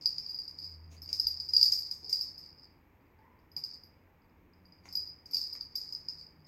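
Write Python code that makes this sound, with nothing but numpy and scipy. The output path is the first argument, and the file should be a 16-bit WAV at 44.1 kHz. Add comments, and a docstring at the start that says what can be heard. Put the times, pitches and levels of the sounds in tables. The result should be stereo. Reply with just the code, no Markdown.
"""Small bells on the string of a wand toy are shaken in bursts for a kitten, in a room with a hard floor.
Each jerk throws the pellets inside against the metal shells: a tick, a choked ping near 5 kHz and a
thin lasting ring. Between jerks the pellets roll about, and the string taps and brushes the floor.
Behind the toy are two soft bumps, two faint far squeaks, a low hum, a drone, room air and hiss."""
import sys
import numpy as np
from scipy import signal
from scipy.fft import rfft, irfft, next_fast_len
from scipy.io import wavfile

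SR = 44100
rng = np.random.default_rng(int(sys.argv[2]) if len(sys.argv) > 2 else 0)


def generate_wav(sig):
    """Save sig (samples, or channels by samples) to the path in sys.argv[1] as 16-bit PCM at SR."""
    pcm = np.round(np.clip(np.atleast_2d(sig).T, -1, 1) * 32767).astype(np.int16)
    wavfile.write(sys.argv[1], SR, pcm)


N = 285327
TIME = np.arange(N) / SR
FFT_SIZE = next_fast_len(N + SR)

# Pellets hitting the shells. A t60 is the time a sound takes to fade by 60 dB.
# t/s, level/dB, ping f/Hz, sparkle offset/dB, tick offset/dB, ping t60/s
BELL_HITS = [(.0577, -15, 4860, -38.5, -34, 0.013), (.1825, -24.5, 4900, -38, -32.5, 0.01),
             (.263, -31, 4810, -39, -40, .016), (.2932, -31.5, 4824, -32, -31, 0.047),
             (.3446, -30, 4890, -28, -46, 0.019), (.3874, -29.5, 4810, -33, -35, 0.04),
             (.4329, -44, 5090, -22, -42, 0.031), (.478, -35.5, 4930, -29, -27.5, 0.022),
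             (.5871, -33.5, 4766, -32, -44, 0.016), (.6439, -42, 4970, -33, -40, 0.016),
             (1.019, -37.5, 5100, -17.5, -24, 0.009), (1.0896, -34.5, 4810, -37, -25, 0.029),
             (1.1293, -20, 4990, -44, -23, .01), (1.1975, -17, 4960, -29.5, -32, 0.022),
             (1.2688, -17.5, 4834, -23.5, -31, .015), (1.4002, -26, 4940, -53, -30.5, .012),
             (1.4875, -30, 4940, -43, -23.5, 0.084), (1.535, -18, 4905, -38, -30, 0.032),
             (1.5648, -12, 4804, -36, -30.5, 0.04), (1.6122, -13, 4810, -35, -31, 0.016),
             (1.6287, -8.5, 4890, -39, -29, 0.015), (1.66, -15.5, 4764, -36, -28.5, 0.036),
             (1.721, -19.5, 4964, -27.5, -19.5, 0.051), (1.7868, -29.5, 4790, -19, -22, 0.03),
             (1.9121, -25, 4920, -43, -23.5, 0.014), (2.0443, -37, 5050, -39, -30, 0.023),
             (2.0945, -30.5, 4930, -26, -15.5, 0.015), (2.1278, -19, 4858, -27.5, -25, 0.036),
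             (2.2099, -25, 4890, -28, -25, 0.031), (2.3785, -39.5, 5020, -16.5, -22, 0.026),
             (3.1885, -72, 4760, -20, -21, .009), (3.39, -68, 4800, -16.5, -20, 0.0076),
             (3.5163, -52.5, 4960, -15, -27, .014), (3.5649, -26.5, 4882, -23.5, -30, 0.015),
             (3.6381, -25.5, 4904, -31.5, -32, 0.012), (3.8352, -45, 4910, -21, -31.5, 0.013),
             (4.5346, -60.5, 4960, -33.5, -27, .012), (4.6547, -54, 4880, -23.5, -33, 0.014),
             (4.7224, -51, 4920, -42.5, -34.5, 0.017), (4.8874, -46.5, 4870, -30, -17.5, .032),
             (4.9257, -37, 5040, -13, -20.5, 0.011), (4.9531, -23, 4930, -25.5, -29.5, 0.022),
             (4.9714, -25.5, 4935, -38, -45, 0.053), (5.019, -34.5, 4930, -27, -35, 0.038),
             (5.0734, -32.5, 4945, -32.5, -48, 0.02), (5.257, -44.5, 4900, -27, -18.5, 0.067),
             (5.3102, -44.5, 4700, -8, -13, .019), (5.3337, -27, 4945, -23, -32, 0.033),
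             (5.3445, -20, 4860, -37, -25.5, 0.021), (5.3685, -22, 4680, -25, -27.5, 0.012),
             (5.4136, -25.5, 4940, -49, -27, 0.018), (5.5268, -34, 4950, -22, -25, 0.09),
             (5.6092, -27.5, 4810, -37, -35, 0.013), (5.7546, -27, 4834, -10.5, -21, 0.042),
             (5.8134, -32.5, 4940, -37, -25.5, 0.022), (5.9239, -31, 4970, -25.5, -24.5, 0.021),
             (5.9492, -29.5, 5000, -54, -45, 0.016), (6.0851, -26.5, 4990, -51, -30.5, 0.015),
             (6.2657, -47, 4880, -40, -42, 0.014)]
# The shell's two lasting tones, heard as a chime: f/Hz, level/dB, t60/s
CHIME_TONES = [(5247, 0, .17), (5341, -4, .14)]
# Its higher tones, heard as sparkle: f/Hz, level/dB, t60/s
SPARKLE_TONES = [(11402, -9, .1), (11621, -4, .11), (11936, 0, .1), (12073, -2, .1), (12362, -2, .07),
                 (12583, -9, .08)]
# Tone colour of a pellet's tick: f/Hz, level/dB
TICK_COLOUR = [(800, -37), (2200, -11), (3100, -22.5), (4200, 1), (5500, 5.5), (6600, 2), (7800, -6),
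               (9700, -12), (10600, -27.5), (11800, 2), (13200, -9.5), (15700, -18)]
def bell_strikes(ping_db=1.0, chime_db=5.0, sparkle_db=-4.0, tick_db=26.5, firm_db=-21, lead_s=.0007):
    """A pellet lands with a tick (a crack and a scrape); the shell then pings, chimes and sparkles."""
    t = TIME[:int(.2 * SR)]
    tones, ticks = np.zeros((2, 2, N))
    for start, level_db, hz, sparkle_offset, tick_offset, t60 in BELL_HITS:
        # the sharper the tick, the more the shell chimes
        chime = from_db(chime_db + .95 * tick_offset) * shell_ring(t, CHIME_TONES)
        sparkle = from_db(sparkle_db + sparkle_offset) * shell_ring(t, SPARKLE_TONES)
        ring = room(from_db(ping_db) * ping(t, hz, t60) + chime)
        ring += room(sparkle, early_db=-3.5, late_db=-8.5, late_t60=.12)   # high echoes die sooner
        add(tones, start, from_db(level_db) * ring)
        contact = from_db(level_db + tick_db + tick_offset)
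        crack_db = -1 + .66 * min(level_db - firm_db, 0)   # soft hits hardly crack
        add(ticks, start - lead_s, contact * from_db(crack_db) * crack(t))
        add(ticks, start - lead_s, contact * room(scrape(t), early_db=-2.5, late_db=2.7))
    return tones + shape(ticks, from_db(at_bins(TICK_COLOUR)))


def ping(t, hz, t60=.013, swell_s=.00083):
    """One struck tone that swells and dies; in a bell, the pellet and string choke it quickly."""
    envelope = swell(t, swell_s) * fade(t, t60)
    return envelope / envelope.max() * np.sin(2 * np.pi * hz * t)


def shell_ring(t, tones, scatter_db=4.5, detune_hz=14.0, swell_s=.0015):
    """The shell rings on; the strength and exact pitch of each tone depend on where the pellet lands."""
    hz, level_db, t60 = np.transpose(tones)[:, :, None]
    strength = from_db(level_db + scatter_db * rng.standard_normal(hz.shape))
    strength *= rng.choice([-1, 1], hz.shape)
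    pitch = hz + detune_hz * rng.standard_normal(hz.shape)
    return swell(t, swell_s) * np.sum(strength * fade(t, t60) * np.sin(2 * np.pi * pitch * t), axis=0)


def crack(t, t60=.0052):
    """The first instant of metal on metal: a tiny burst of noise."""
    return unit_energy(rng.standard_normal(len(t)) * fade(t, t60))


def scrape(t, t60=.01, swell_s=.0013, skid_db=-12.5, skid_t60=.14):
    """A pellet chatters briefly on the metal and skids on."""
    envelope = swell(t, swell_s) * (fade(t, t60) + from_db(skid_db) * fade(t, skid_t60))
    return unit_energy(rng.standard_normal(len(t)) * envelope)


# Shakes of the wand that set the pellets rolling: t/s, length/s, level/dB
WAND_SHAKES = [(.02, .15, -44), (.25, .25, -44), (.6, .12, -43), (.84, .08, -63), (1.005, .1, -48.5),
               (1.19, .27, -38), (1.56, .31, -32.5), (2.05, .03, -44), (2.14, .12, -36.5), (2.34, .31, -49),
               (3.0, .4, -87), (3.66, .08, -46.5), (4.18, 0.15, -79.5), (4.62, .22, -70),
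               (4.95, .14, -47.5), (5.36, .2, -38.5), (5.78, .19, -46.5), (6.08, .16, -48.5),
               (6.44, .03, -59)]
def rolling_pellets(level_db=-3.8, top_touches_per_s=500, low_hz=4712, high_hz=5052, pitch_count=6,
                    chime_db=-33.5, sparkle_db=-41, tick_db=-5.5):
    """Loose pellets touch the shells lightly: lone ticks when calm, a shimmer when stirred."""
    t = TIME[:int(.2 * SR)]
    stir_db = gestures_db(WAND_SHAKES, rise=350.5, sag=27, fall=258)
    chance = top_touches_per_s * from_db(.35 * (stir_db - stir_db.max())) / SR
    size, hardness = np.clip(rng.standard_normal((2, N)), -2, 2)
    touches = (rng.random(N) < chance) / np.sqrt(chance) * from_db(4 * size)
    touches = rms_one(touches) * from_db(stir_db + level_db) / np.linalg.norm(ping(t, low_hz))
    glints = touches * rms_one(from_db(5.5 * hardness))   # harder touches sparkle and tick more
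    which_pitch = rng.integers(0, pitch_count, N)
    tones = np.zeros(N)
    for k, hz in enumerate(np.linspace(low_hz, high_hz, pitch_count)):
        ring = ping(t, hz, t60=.012, swell_s=.001) + from_db(chime_db) * shell_ring(t, CHIME_TONES)
        sparkle = from_db(sparkle_db) * shell_ring(t, SPARKLE_TONES)
        tones += signal.fftconvolve(touches * (which_pitch == k), ring)[:N]
        tones += signal.fftconvolve(glints * (which_pitch == k), sparkle)[:N]
    cracks = signal.fftconvolve(glints, crack(t))[:N]
    ticks = shape(cracks, from_db(tick_db + at_bins(TICK_COLOUR)))
    return room(tones + ticks, early_db=-2.5, late_db=-5.5)


# String and wand tapping the floor: t/s, level/dB
FLOOR_TAPS = [(3.567, -43.5), (3.577, -47.5), (4.856, -40.5), (4.8805, -45), (5.33, -53), (5.552, -40)]
# Tone colour of a tap: f/Hz, level/dB
TAP_COLOUR = [(80, -3.5), (170, 7.5), (400, 10.5), (1000, 11.5), (1500, -3), (2200, 14), (3200, -10.5),
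              (6500, 4), (10000, -33), (15000, -41.5)]
def floor_taps(gain_db=-9.5, t60=.022, drag_db=-20, drag_t60=.13):
    """The toy meets the floor with short, dull taps, each followed by a little drag."""
    out, t = np.zeros(N), TIME[:SR // 4]
    envelope = fade(t, t60) + from_db(drag_db) * fade(t, drag_t60)
    for start, level_db in FLOOR_TAPS:
        add(out, start, from_db(level_db + gain_db) * rng.standard_normal(len(t)) * envelope)
    return room(shape(out, from_db(at_bins(TAP_COLOUR))))


# Strokes of the string along the floor: t/s, length/s, level/dB
STRING_STROKES = [(.02, 0.32, -64), (.92, 0.03, -57), (1.09, 0.045, -56), (4.86, 0.012, -58),
                  (5.345, 0.021, -55), (5.56, 0.043, -70)]
# Tone colour of the rustle: f/Hz, level/dB
RUSTLE_COLOUR = [(500, -3), (1800, -15), (2400, -2.5), (3300, -11.5), (5500, -4.5), (6600, 0.5),
                 (7700, -14), (15000, -18.5)]
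def string_brush():
    """The string rustles over the floor in short strokes."""
    level_db = gestures_db(STRING_STROKES, rise=908, sag=24, fall=278)
    return from_db(level_db) * stereo_noise(RUSTLE_COLOUR)


# Soft bumps on the floor: t/s, level/dB, f/Hz, t60/s
FLOOR_BUMPS = [(1.246, -46, 69.9, 0.11), (3.563, -54, 151, 0.13)]
def floor_bumps():
    """A soft blow on the floor sounds one low, short tone."""
    out, t = np.zeros(N), TIME[:SR // 4]
    for start, level_db, hz, t60 in FLOOR_BUMPS:
        add(out, start, from_db(level_db) * ping(t, hz, t60, swell_s=.005))
    return out


# Two faint squeaks: t/s, length/s, top f/Hz, level/dB
FAR_SQUEAKS = [(2.032, .07, 438.4, -65.5), (3.192, 0.21, 974, -66.5)]
def far_squeaks(width_hz=85, octave_db=-9.5, flat_share=.13, glide_s=.025):
    """A thin, hoarse tone and its octave start flat and glide up, blurred by distance."""
    out = np.zeros(N)
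    for start, length, top_hz, peak_db in FAR_SQUEAKS:
        hz = top_hz * (1 - flat_share * np.exp(-np.maximum(TIME - start, 0) / glide_s))
        level_db = gestures_db([(start, length, peak_db)], rise=698, sag=32, fall=552)
        tone = unsteady_tone(hz, width_hz) + from_db(octave_db) * unsteady_tone(2 * hz, 2 * width_hz)
        out += from_db(level_db) * tone
    return room(out)


# Moments when the hum swells: middle t/s, half width/s, level/dB
HUM_RISES = [(.85, 0.2, -50.5), (1.45, .33, -60.5), (5.03, 0.075, -65)]
def low_hum(hz=83.7, waver_hz=3.4, steady_db=-71, gain_db=-1.5):
    """A low hum wavers in pitch and grows louder now and then."""
    swells = sum(from_db(db) * np.exp(-((TIME - middle) / width) ** 2) for middle, width, db in HUM_RISES)
    pitch = hz + waver_hz * unsteady_tone(0, width_hz=10)   # at 0 Hz only the wandering is left
    tone = np.sqrt(2) * np.sin(2 * np.pi * np.cumsum(pitch) / SR)
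    return from_db(gain_db) * (from_db(steady_db) + swells) * tone


# How the drone's pitch and loudness move: t/s, f/Hz, level/dB
DRONE_PATH = [(0, 156.1, -70), (1.5, 156.4, -70), (2.9, 156.7, -78.5), (3.9, 156.9, -78),
              (4.15, 177.1, -75.5), (4.9, 176.7, -67), (5.25, 156.6, -79), (5.9, 157, -73.5),
              (6.47, 158, -64.5)]
def drone(width_hz=9.9):
    """A faint, unsteady tone about an octave above the hum."""
    times, hz, level_db = np.transpose(DRONE_PATH)
    strength = from_db(np.interp(TIME, times, level_db))
    return strength * unsteady_tone(np.interp(TIME, times, hz), width_hz)


# Tone colour of the room air: f/Hz, level/dB
AIR_COLOUR = [(15, -42.5), (25, -8), (91, -2), (119, -6.5), (166, -10), (310, -7.5), (343, -9), (381, -12),
              (510, -13), (590, -17), (773, -17.5), (913, -13.5), (1440, -21), (2280, -19), (3600, -37.5),
              (4680, -75), (7920, -120)]
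# Tone colour of the microphone hiss: f/Hz, level/dB
HISS_COLOUR = [(2500, -12.5), (4000, -1.5), (7000, -7), (10800, -16), (12000, 2.5), (15600, -3)]
def air_and_hiss(air_db=-63.27, hiss_db=-76):
    """Room air makes a steady low rush; the microphone adds a thin hiss."""
    return from_db(air_db) * stereo_noise(AIR_COLOUR) + from_db(hiss_db) * stereo_noise(HISS_COLOUR)


# How alike left and right are: f/Hz, likeness (1 the same, -1 opposite)
STEREO_LIKENESS = [(30, 1), (120, 0.84), (280, 0.88), (500, 0.57), (1000, 0.17), (2200, -0.25),
                   (6000, -0.71)]
def stereo_noise(colour):
    """Noise with a given tone colour, alike on both sides only in the bass."""
    mid, side = rng.standard_normal((2, N))
    alike = np.clip(at_bins(STEREO_LIKENESS), -1, 1)
    gain = from_db(at_bins(colour))
    shared = shape(mid, gain * np.sqrt(1 + alike))
    opposed = shape(side, gain * np.sqrt(1 - alike)) * [[1], [-1]]
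    return rms_one(shared + opposed)


def room(sound, early_db=-3, late_db=-2, early_t60=.12, late_t60=.4, gap_s=.0049):
    """The room adds near echoes and a soft tail; new on each call, as the toy keeps moving."""
    t = TIME[:int(.55 * SR)]
    early, late = rng.standard_normal((2, 2, len(t))) * (t > gap_s)
    response = from_db(early_db) * unit_energy(early * fade(t, early_t60))
    response += from_db(late_db) * unit_energy(late * fade(t, late_t60))
    response[:, 0] += 1   # the direct sound reaches both sides together
    return signal.fftconvolve(sound[None], response, axes=-1)[:, :N]


def gestures_db(rows, rise, sag, fall):
    """Each gesture rises to its start, sags while it lasts, then falls (in dB/s); the loudest wins."""
    levels = []
    for start, length, level_db in rows:
        t = TIME - start
        drop_db = rise * np.maximum(-t, 0) + sag * np.clip(t, 0, length)
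        drop_db += fall * np.maximum(t - length, 0)
        levels.append(level_db - np.minimum(drop_db, 150))
    return np.max(levels, axis=0)


def unsteady_tone(hz, width_hz):
    """A tone whose strength and phase wander; the wider it is, the rougher it sounds."""
    slow = shape(rng.standard_normal((2, N)), at_bins([(width_hz / 2, 1), (width_hz * 2, 0)]))
    phase = 2 * np.pi * np.cumsum(hz * np.ones(N)) / SR
    return rms_one(slow[0] * np.cos(phase) + slow[1] * np.sin(phase))


def swell(t, swell_s):
    """A soft start that rises from 0 to 1."""
    return (1 - np.exp(-t / swell_s)) ** 2


def fade(t, t60):
    """Die away by 60 dB every t60 seconds."""
    return from_db(-60 * t / t60)


def from_db(db):
    """Turn decibels into a multiplier."""
    return 10 ** (np.asarray(db) / 20)


def rms_one(x):
    """Scale to an average strength (rms) of 1."""
    return x / np.sqrt(np.mean(x ** 2) + 1e-20)


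def unit_energy(x):
    """Scale each channel to a total energy of 1."""
    return x / np.sqrt(np.sum(x ** 2, axis=-1, keepdims=True))


def at_bins(points):
    """Join a table's points into a curve with one value per frequency step (FFT bin)."""
    hz, value = np.transpose(points)
    return np.interp(np.log(np.fft.rfftfreq(FFT_SIZE, 1 / SR) + 1), np.log(hz), value)


def shape(x, gain):
    """Turn each frequency up or down by its gain."""
    return irfft(rfft(x, FFT_SIZE) * gain, FFT_SIZE)[..., :N]


def add(out, start_s, sound):
    """Mix a sound in at a given time."""
    start = int(np.clip(round(start_s * SR), 0, N - 1))
    out[..., start:start + sound.shape[-1]] += sound[..., :N - start]


def scene():
    """The bells, the sounds on the floor and the quiet room, all together."""
    bells = bell_strikes() + rolling_pellets()
    floor = floor_taps() + string_brush() + floor_bumps()
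    return bells + floor + far_squeaks() + low_hum() + drone() + air_and_hiss()


# The microphone's two openings favour different pitches: f/Hz, left minus right level/dB
MIC_BALANCE = [(60, 2.5), (500, -1.5), (1000, -2), (2200, 8), (4400, 1.5), (4950, 2.5), (5250, -6.5),
               (5800, -5), (6500, 10), (7900, -6), (9000, 0.5), (12000, -4.5), (15500, -6.5)]
def record(dry, cutoff_hz=15850):
    """Each microphone opening colours its own side; the highest treble is cut steeply."""
    coloured = shape(dry, from_db(at_bins(MIC_BALANCE) * np.array([[.5], [-.5]])))
    treble_cut = signal.ellip(10, .2, 80, cutoff_hz, fs=SR, output="sos")
    return signal.sosfilt(treble_cut, coloured)


dry = scene()
out = record(dry)
generate_wav(out)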